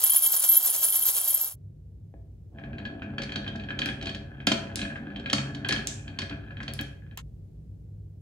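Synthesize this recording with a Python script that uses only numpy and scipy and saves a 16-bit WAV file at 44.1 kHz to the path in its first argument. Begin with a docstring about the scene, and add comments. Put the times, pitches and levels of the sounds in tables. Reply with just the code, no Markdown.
"""Glass marbles clink and clatter as they are swirled in a hand-held drinking glass; then they run one by one
down a winding groove in a wooden board, knocking at its bends and clacking into marbles at the stop block.
Glass and wood are banks of decaying modes struck by clicks and noise; marble on marble is a short noise burst.
A small hard room, made of decaying noise bands, rings behind the hits, and a low rumble lies under all."""
import sys
import numpy as np
from scipy import signal
from scipy.fft import rfft, irfft, next_fast_len
from scipy.io import wavfile
from scipy.ndimage import uniform_filter1d

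SR = 44100
rng = np.random.default_rng(int(sys.argv[2]) if len(sys.argv) > 2 else 0)


def transcribe(u):
    """Save the signal u as a 16-bit wav file named by the first command-line argument.

    u: samples, shape (n,) or (channels, n), limited to [-1, 1]; the rate is SR.
    q: integer samples, one column per channel.
    """
    v = np.clip(np.atleast_2d(u).T, -1, 1)
    q = np.round(v * 32767).astype(np.int16)
    wavfile.write(sys.argv[1], SR, q)


N = 362061
SIZE = next_fast_len(N)   # transform length in samples

# Loudest blows of marbles against the groove.
# Each row: time in seconds, relative level in dB, hardness (tilt of the blow's spectrum) in dB per octave.
KNOCK_EVENTS = [(2.585, -42.5, -19), (2.637, -40, -16.5), (2.731, -41, -11.5), (2.7829, -30.5, -4),
                (2.852, -24.5, -5.5), (3.0202, -35, -16), (3.1817, -19, -2.5), (3.2186, -25, 7),
                (3.233, -37, 14), (3.293, -30, -8), (3.3202, -26, 1), (3.358, -17.5, 1.5), (3.444, -34, -3),
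                (3.464, -30.5, -11), (3.4776, -27.5, 1), (3.557, -42.5, 12.5), (3.597, -32, -4),
                (3.6364, -33, -2.5), (3.687, -30, -16), (3.705, -25.5, -11.5), (3.7894, -23, 9),
                (3.8175, -17, -1.5), (3.8585, -18.5, 0), (3.8876, -21.5, -6.5), (4.012, -28.5, 0),
                (4.025, -27.5, 6), (4.0565, -24.5, 4.5), (4.069, -21, 0.5), (4.093, -27, 5.5),
                (4.1468, -28.5, 6), (4.4024, -38, -13.5), (4.4699, -5.5, 5.5), (4.517, -15, 10),
                (4.7915, -23, 1), (4.8152, -20.5, 1.5), (4.8505, -30, -13), (4.873, -41, -2),
                (4.9014, -37.5, -19), (4.9576, -37.5, -20.5), (5.102, -45, -16), (5.1601, -30.5, -2),
                (5.1964, -36.5, 3), (5.241, -42.5, -9), (5.2592, -22, -7), (5.2984, -19.5, 4.5),
                (5.33, -16.5, 12), (5.382, -19.5, 1), (5.547, -29.5, 6.5), (5.647, -19.5, -10),
                (5.689, -14, 5.5), (5.7083, -17, -4.5), (5.7233, -19, 11.5), (5.762, -21, -5),
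                (6.0785, -31.5, 0), (6.1878, -20, 8), (6.2173, -23.5, 4), (6.2955, -30, 3.5),
                (6.439, -47, -12), (6.5073, -40.5, -14), (6.569, -37.5, -9), (6.603, -30.5, -15.5),
                (6.6294, -37, 11), (6.6794, -22.5, 1.5), (6.79, -20.5, -3.5), (7.021, -62, -23.5),
                (7.065, -58, -19), (7.1113, -46, -9)]


def glass():
    """Modal excitation: single clinks and a dense random patter set the glass's resonances ringing."""
    # Flicks of the wrist that throw the marbles together. Each row: time in seconds, surge level in dB.
    flicks = [(0.05, -31), (0.152, -37.5), (0.253, -35), (0.346, -34), (0.447, -33), (.54, -35),
              (0.669, -35), (0.751, -38.5), (0.844, -35), (0.959, -38), (1.085, -34.5), (1.176, -37.5),
              (1.29, -43)]
    # Loudest marbles against the glass wall.
    # Each row: time in seconds, relative level in dB, upper modes over lower modes in dB.
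    clink_events = [(0.038, -5, 0), (0.0967, -4.5, -3), (0.12, -10.5, -0.5), (0.1456, -9.5, 0),
                    (0.161, -5.5, -3.5), (0.182, -15, 2.5), (0.2202, -15, 2), (0.2349, -12.5, -2),
                    (0.2568, -9.5, -8.5), (0.321, -12, 10), (0.3638, -10.5, -3), (0.396, -12.5, 3.5),
                    (0.4379, -14, -4), (0.4886, -8, 6.5), (0.5151, -9, 13), (0.566, -7.5, 2),
                    (0.6373, -16, 8), (0.6625, -15.5, -1), (0.6983, -7.5, -1), (0.789, -16.5, -2),
                    (0.841, -16.5, -7), (0.8857, -14.5, -9), (0.9236, -13, -9), (0.9926, -19.5, 14),
                    (1.0226, -13, -12.5), (1.0543, -14, 10), (1.2753, -15, 3), (1.3024, -8.5, 4),
                    (1.3424, -10, 4)]
    # Resonances of the glass. Each row: frequency in Hz, level in dB, decay by 60 dB in seconds.
    glass_modes = [(3190, -18, 0.046), (9987, -3, 0.056), (9890, -12, 0.012), (12690, 1.5, 0.043),
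                   (15540, -21.5, 0.012)]
    surge_s, between_db = 0.015, -38.5   # standard deviation of a surge, activity between surges

    t = np.arange(N) / SR
    surges = sum(amp(level_db) * np.exp(-.5 * ((t - s) / surge_s) ** 2) for s, level_db in flicks)
    swirl = (surges + amp(between_db)) * (t < 1.6)
    s, peak_db, upper_db = np.transpose(clink_events)
    ringing = 0
    for hz, level_db, t60 in glass_modes:
        lean_db = upper_db * np.clip(np.log2(hz / 11200) * 3, -.5, .5)
        clinks = blows(s, peak_db + lean_db - 10.0)
        clinks = clinks + bursts(s, peak_db + lean_db - 6, length_s=0.0035)
        patter = amp(-13.0) * swirl * grains(per_s=360, spread_db=4.0)
        ringing = ringing + amp(level_db) * ring(clinks + patter, hz, t60)
    return ringing + marble_clatter(swirl)


def marble_clatter(swirl):
    """Shot noise: many random impacts of marble on marble merge into a coloured clatter that follows the swirl."""
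    # Spectrum of marble on marble. Each row: frequency in Hz, relative density in dB per Hz.
    clatter_spectrum = [(150, -37.5), (650, -14.5), (1500, -18), (2000, -21.5), (7600, -9.5), (8700, -5),
                        (10500, -9.5), (11700, -5), (13200, -4), (14600, -11.5), (15600, -6)]
    clatter = rms_one(coloured(grains(per_s=1100, spread_db=-0.5), clatter_spectrum))
    return amp(7.5) * swirl * clatter


def board():
    """Modal excitation: thuds and rolling weight drive low modes, knocks and chatter high ones; thuds reach all."""
    # Resonances of the wood. Each row: frequency in Hz, level in dB, decay by 60 dB in seconds.
    board_modes = [(97.6, -11, 0.1), (137, -11.5, 0.93), (202, -11, 0.49), (225.8, -4.5, 0.14),
                   (289.8, -5, 0.16), (394.3, -12, 0.19), (558, -14, 0.099), (664, -19, 0.18),
                   (740, -5.5, 0.016), (1596, -8, 0.034), (1677, -6.5, 0.07), (1970, 8.5, 0.0015),
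                   (2490, 4, 0.011), (3210, 6, 0.012), (3910, -1, 0.0091), (4414, -7, 0.037)]
    # Marbles set down or stopped, which shake the whole board. Each row: time in seconds, relative level in dB.
    thuds = [(2.14, -41.5), (4.4721, -16), (4.516, -17.5), (5.331, -22), (5.689, -35)]
    shaken_rumble_db, shaken_chatter_db = -10, -25.5   # share of the roughness in low and high modes
    even_db_per_octave, rough_db_per_octave = -17.5, -16.5   # an even run is duller than a rough one
    wander_db, wander_hz = 3.0, 12   # the moving contact point reaches each mode unevenly

    rumble_power, chatter_power, shaken = rolling()
    s, peak_db, hardness = np.transpose(KNOCK_EVENTS)
    thud_s, thud_db = np.transpose(thuds)
    hops = grains(per_s=300, spread_db=4.5) * amp(3.7 * drift(25))   # small hops strike every mode at once
    ringing = 0
    for hz, level_db, t60 in board_modes:
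        octaves = np.log2(max(hz, 900) / 3000)
        thud_tilt_db = -21 * octaves - 34 + 3.9 * min(np.log2(hz / 700), 0)
        drive = blows(thud_s, thud_db + thud_tilt_db)
        if hz < 900:
            weight = np.sqrt(rumble_power + shaken * amp(shaken_rumble_db) ** 2)
            wander = amp(wander_db / 2 * drift(wander_hz) - 36.0)   # low modes wander half as far
            pressing = rng.standard_normal(N) + 0.51 * hops * rng.standard_normal(N)
            drive = drive + weight * wander * pressing
        else:
            chatter = softly(hops * rng.normal(1, .5, N), hz) + 0.3 * rng.standard_normal(N)
            even = chatter_power * amp(even_db_per_octave * octaves) ** 2
            rough = shaken * amp(shaken_chatter_db + rough_db_per_octave * octaves) ** 2
            wander = amp(wander_db * drift(wander_hz) - 38.5)
            drive = drive + np.sqrt(even + rough) * wander * chatter
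            strength_db = peak_db + hardness * octaves - 8.5 + rng.normal(0, 2.5, len(s))
            drive = drive + softly(blows(s, strength_db + 1.5), hz)
            drive = drive + bursts(s, strength_db - 5.5, length_s=0.0076)
        ringing = ringing + amp(level_db) * ring(drive, hz, t60)
    # Wood is soft: no contact is quite sharp.
    ringing = signal.sosfilt(signal.butter(2, 6500, fs=SR, output="sos"), ringing)
    # The contact itself, before the wood rings.
    crack = bursts(s, peak_db + 7.5 + 1.57 * hardness, length_s=0.0025)
    return ringing + signal.sosfilt(signal.butter(3, [1100, 5500], "band", fs=SR, output="sos"), crack)


def rolling():
    """Incoherent sources add in power: rumble and chatter of all runs, and the roughness that knocks leave."""
    # Runs of single marbles down the groove.
    # Each row: let go in seconds, stopped in seconds, relative level of board rumble in dB, of groove chatter in dB.
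    runs = [(2.511, 4.105, -32, -51), (3.175, 4.763, -37.5, -51), (4.448, 5.88, -31, -44.5),
            (5.328, 6.78, -38.5, -49.5)]
    gather_s, settle_s = 0.042, 0.06   # speed is gathered, motion dies at the stop (time constants)
    away_db = -0.5   # dB per second as the marble rolls away
    shaken_s, shaken_share = 0.026, 0.64   # decay of the roughness, share of the knock's dB it follows

    t, rumble_power, chatter_power = np.arange(N) / SR, 0, 0
    for start, stop, rumble_db, chatter_db in runs:
        gathering = 1 - np.exp(-np.maximum(t - start, 0) / gather_s)
        settling = np.exp(-np.maximum(t - stop, 0) / settle_s)
        moving = gathering * settling * amp(away_db * (t - start))
        chatter_onset = np.clip((t - start) / gather_s - .5, 0, 1)
        rumble_power = rumble_power + (moving * amp(rumble_db)) ** 2
        chatter_power = chatter_power + (moving * amp(chatter_db)) ** 2 * chatter_onset ** 2
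    s, peak_db, _ = np.transpose(KNOCK_EVENTS)
    knock_power = blows(s, shaken_share * peak_db) ** 2
    shaken = signal.lfilter([1], [1, -np.exp(-2 / (shaken_s * SR))], knock_power)
    shaken = uniform_filter1d(shaken, size=SR // 100, origin=SR // 200 - 1)   # mean of the past 10 ms
    return rumble_power, chatter_power, np.abs(shaken)


def clacks():
    """Brief elastic contact: glass spheres meet in a very short, bright, band-limited burst."""
    # Marble on marble. Each row: time in seconds, relative peak level in dB, centre of the band in Hz.
    clack_events = [(3.8588, -37.5, 5700), (4.469, -27.5, 5600), (4.7578, -28, 5210), (5.3302, -27, 4520),
                    (5.6876, -30.5, 5200), (5.872, -25.5, 5770), (6.7367, -33.5, 6840), (6.812, -38, 7600),
                    (7.175, -35.5, 9600)]
    contact_s = 0.0001

    out, length = np.zeros(N), SR // 20
    t = np.arange(length) / SR / contact_s   # in lengths of a contact
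    noises = rng.standard_normal((len(clack_events), length))
    for (s, peak_db, hz), noise in zip(clack_events, noises):
        band = signal.butter(2, [hz * .55, hz * 1.9], "band", fs=SR, output="sos")
        burst = signal.sosfilt(band, noise * t * np.exp(-t))
        out[round(s * SR):][:length] += amp(peak_db + 15) * burst / np.max(np.abs(burst))
    return out


def block():
    """Friction noise: the stop block scrapes briefly on the board, broad, dull and uneven."""
    # A hand takes hold of the stop block. Each row: time in seconds, relative level in dB.
    touches = [(7.173, -22.5), (7.187, -30), (7.197, -38)]
    s, peak_db = np.transpose(touches)
    scrape = 10 * bursts(s, peak_db, length_s=0.0025)
    return signal.sosfilt(signal.butter(2, [1000, 3000], "band", fs=SR, output="sos"), scrape)


def room(x, gap_s):
    """Diffuse reverberation: octaves of noise die at their own rate, lower ones more alike on both sides."""
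    # Reverberation time. Each row: frequency in Hz, decay by 60 dB in seconds.
    room_t60 = [(500, 0.68), (4000, 0.33), (8000, 0.39), (14000, 0.062)]
    t, tail = np.arange(SR // 2) / SR, 0
    for low in 360 * 2. ** np.arange(6):
        band = signal.butter(2, [low, min(2 * low, 19000)], "band", fs=SR, output="sos")
        shared, *own = signal.sosfilt(band, rng.standard_normal((3, len(t))))
        noise = (shared * 350 / low + np.array(own)) / np.hypot(350 / low, 1)
        tail = tail + noise * amp(-60 * t / at_hz(room_t60, low * 1.4))
    tail = tail * (1 - np.exp(-t / gap_s))   # reflections build up after the direct sound
    tail = tail / np.sqrt(np.sum(tail ** 2) / 2)   # unit energy, mean of the two sides
    return signal.fftconvolve(x[None], tail, axes=1)[:, :N]


def rumble():
    """Partial coherence: low noise of the building, more alike in both ports the lower it is."""
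    # Spectrum of the rumble. Each row: frequency in Hz, relative density in dB per Hz.
    rumble_spectrum = [(25, -29), (59, 1), (76, -9), (100, 2.5), (122, -12), (148, -5.5), (200, -21),
                       (450, -31.5), (1100, -59.5), (16000, -68.5)]
    # Left-right likeness of the rumble. Each row: frequency in Hz, correlation (1 = the same on both sides).
    likeness = [(125, 1), (250, 0.6), (1000, 0.15)]
    # Course of the rumble. Each row: time in seconds, level in dB.
    rumble_course = [(1.535, -61.5), (1.549, -45.5), (2.599, -43), (6.999, -41), (8.2, -43)]

    mid, side = rng.standard_normal((2, N))
    limited = np.clip(likeness, 0, [SR, .99])
    side_db = [(hz, 10 * np.log10((1 - a) / (1 + a))) for hz, a in limited]
    noise = coloured(mid + coloured(side, side_db) * [[1], [-1]], rumble_spectrum)
    level_db = np.interp(np.arange(N) / SR, *np.transpose(rumble_course))
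    return amp(level_db) * rms_one(noise)


def ring(clicks, hz, t60):
    """Damped resonator: a unit click sets a decaying sine of height 1 ringing."""
    r, w = amp(-60 / (t60 * SR)), 2 * np.pi * hz / SR
    return signal.lfilter([0, np.sin(w)], [1, -2 * r * np.cos(w), r * r], clicks + 1e-18)


def softly(clicks, hz):
    """Compliant contact: yielding wood feeds a mode over some cycles instead of all at once."""
    contact_s = 0.0054   # the feed dies by 60 dB in this time
    return ring(clicks, hz, contact_s) * 2 * np.log(1000) / (contact_s * SR)


def blows(times, levels_db):
    """Ideal impulses: a click train with random signs."""
    clicks = np.zeros(N)
    clicks[np.round(times * SR).astype(int)] = amp(levels_db) * rng.choice([-1, 1], len(times))
    return clicks


def bursts(times, levels_db, length_s):
    """Rattling contact: each blow is noise that swells and dies within a few length_s."""
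    r = np.exp(-1 / (length_s * SR))
    clicks = np.abs(blows(times, levels_db)) + 1e-18
    swell = signal.lfilter([(1 - r) ** 1.5 * 2], [1, -2 * r, r * r], clicks)
    return swell * rng.standard_normal(N)


def grains(per_s, spread_db):
    """Random impacts: independent clicks of uneven size, scaled to rms 1."""
    sizes = amp(spread_db * np.minimum(rng.exponential(1, N), 4)) * rng.choice([-1, 1], N)
    return rms_one(sizes * (rng.random(N) < per_s / SR))


def drift(hz):
    """Slow random modulation: straight lines join random points of spread 1, at most 29 a second."""
    knots = np.arange(int(N / SR * 30) + 2)
    return np.interp(np.arange(N) / SR * min(hz, 29), knots, rng.standard_normal(len(knots)))


def coloured(x, spectrum):
    """Linear filtering: weights each frequency of x by a curve in dB."""
    hz = np.maximum(np.arange(SIZE // 2 + 1) * SR / SIZE, 1)
    return irfft(rfft(x, SIZE) * amp(at_hz(spectrum, hz)), SIZE)[..., :N]


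def at_hz(points, hz):
    """Logarithmic pitch scale: reads a curve between its points along log frequency."""
    return np.interp(np.log(hz), np.log(np.array(points)[:, 0]), np.array(points)[:, 1])


def amp(db):
    """Decibel law: amplitude ratio of a level in dB."""
    return 10 ** (np.asarray(db) / 20)


def rms_one(x):
    """Mean-square normalisation: scales x to rms 1."""
    return x / np.sqrt(np.mean(x ** 2) + 1e-20)


def scene():
    """Superposition: direct and reverberant sound add, first for the glass, then for the board, over the rumble."""
    # Fade-out of the glass, then of the board. Each row: start in seconds, end in seconds.
    glass_fade = (1.435, 1.558)
    board_fade = (7.197, 7.224)

    t = np.arange(N) / SR
    swirl, wood, marbles = glass(), board() + block(), clacks()
    first = swirl + amp(-11) * room(swirl, gap_s=.003)
    # The walls swallow the top of the clacks.
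    dulled = signal.sosfilt(signal.butter(2, 7100, fs=SR, output="sos"), marbles)
    second = wood + marbles + room(amp(-5.5) * wood + amp(1.0) * dulled, gap_s=0.001)
    first = first * np.interp(t, glass_fade, (1, 0))
    second = second * np.interp(t, board_fade, (1, 0))
    return first + second + rumble()


def record(dry):
    """Phase difference and band limits: the ports differ in phase; deepest bass and top are cut."""
    # The two microphone ports. Each row: frequency in Hz, phase by which the left one leads in radians.
    port_phase = [(0, 0), (700, 0.5), (1700, 1.44), (2500, 2), (3800, 0.97), (5200, 1.56), (6200, 1.5),
                  (8600, -2.5), (10000, -6), (12700, -11), (16000, -18)]
    hz = np.arange(SIZE // 2 + 1) * SR / SIZE
    turn = np.exp(.5j * np.interp(hz, *np.transpose(port_phase)))   # each side turns by half
    dry = irfft(rfft(dry, SIZE) * np.array([turn, turn.conj()]), SIZE)[:, :N]
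    dry = signal.sosfilt(signal.butter(2, 45, "high", fs=SR, output="sos"), dry)
    return signal.sosfilt(signal.ellip(10, .5, 70, 15750, fs=SR, output="sos"), dry)


dry = scene()
out = record(dry)
transcribe(out)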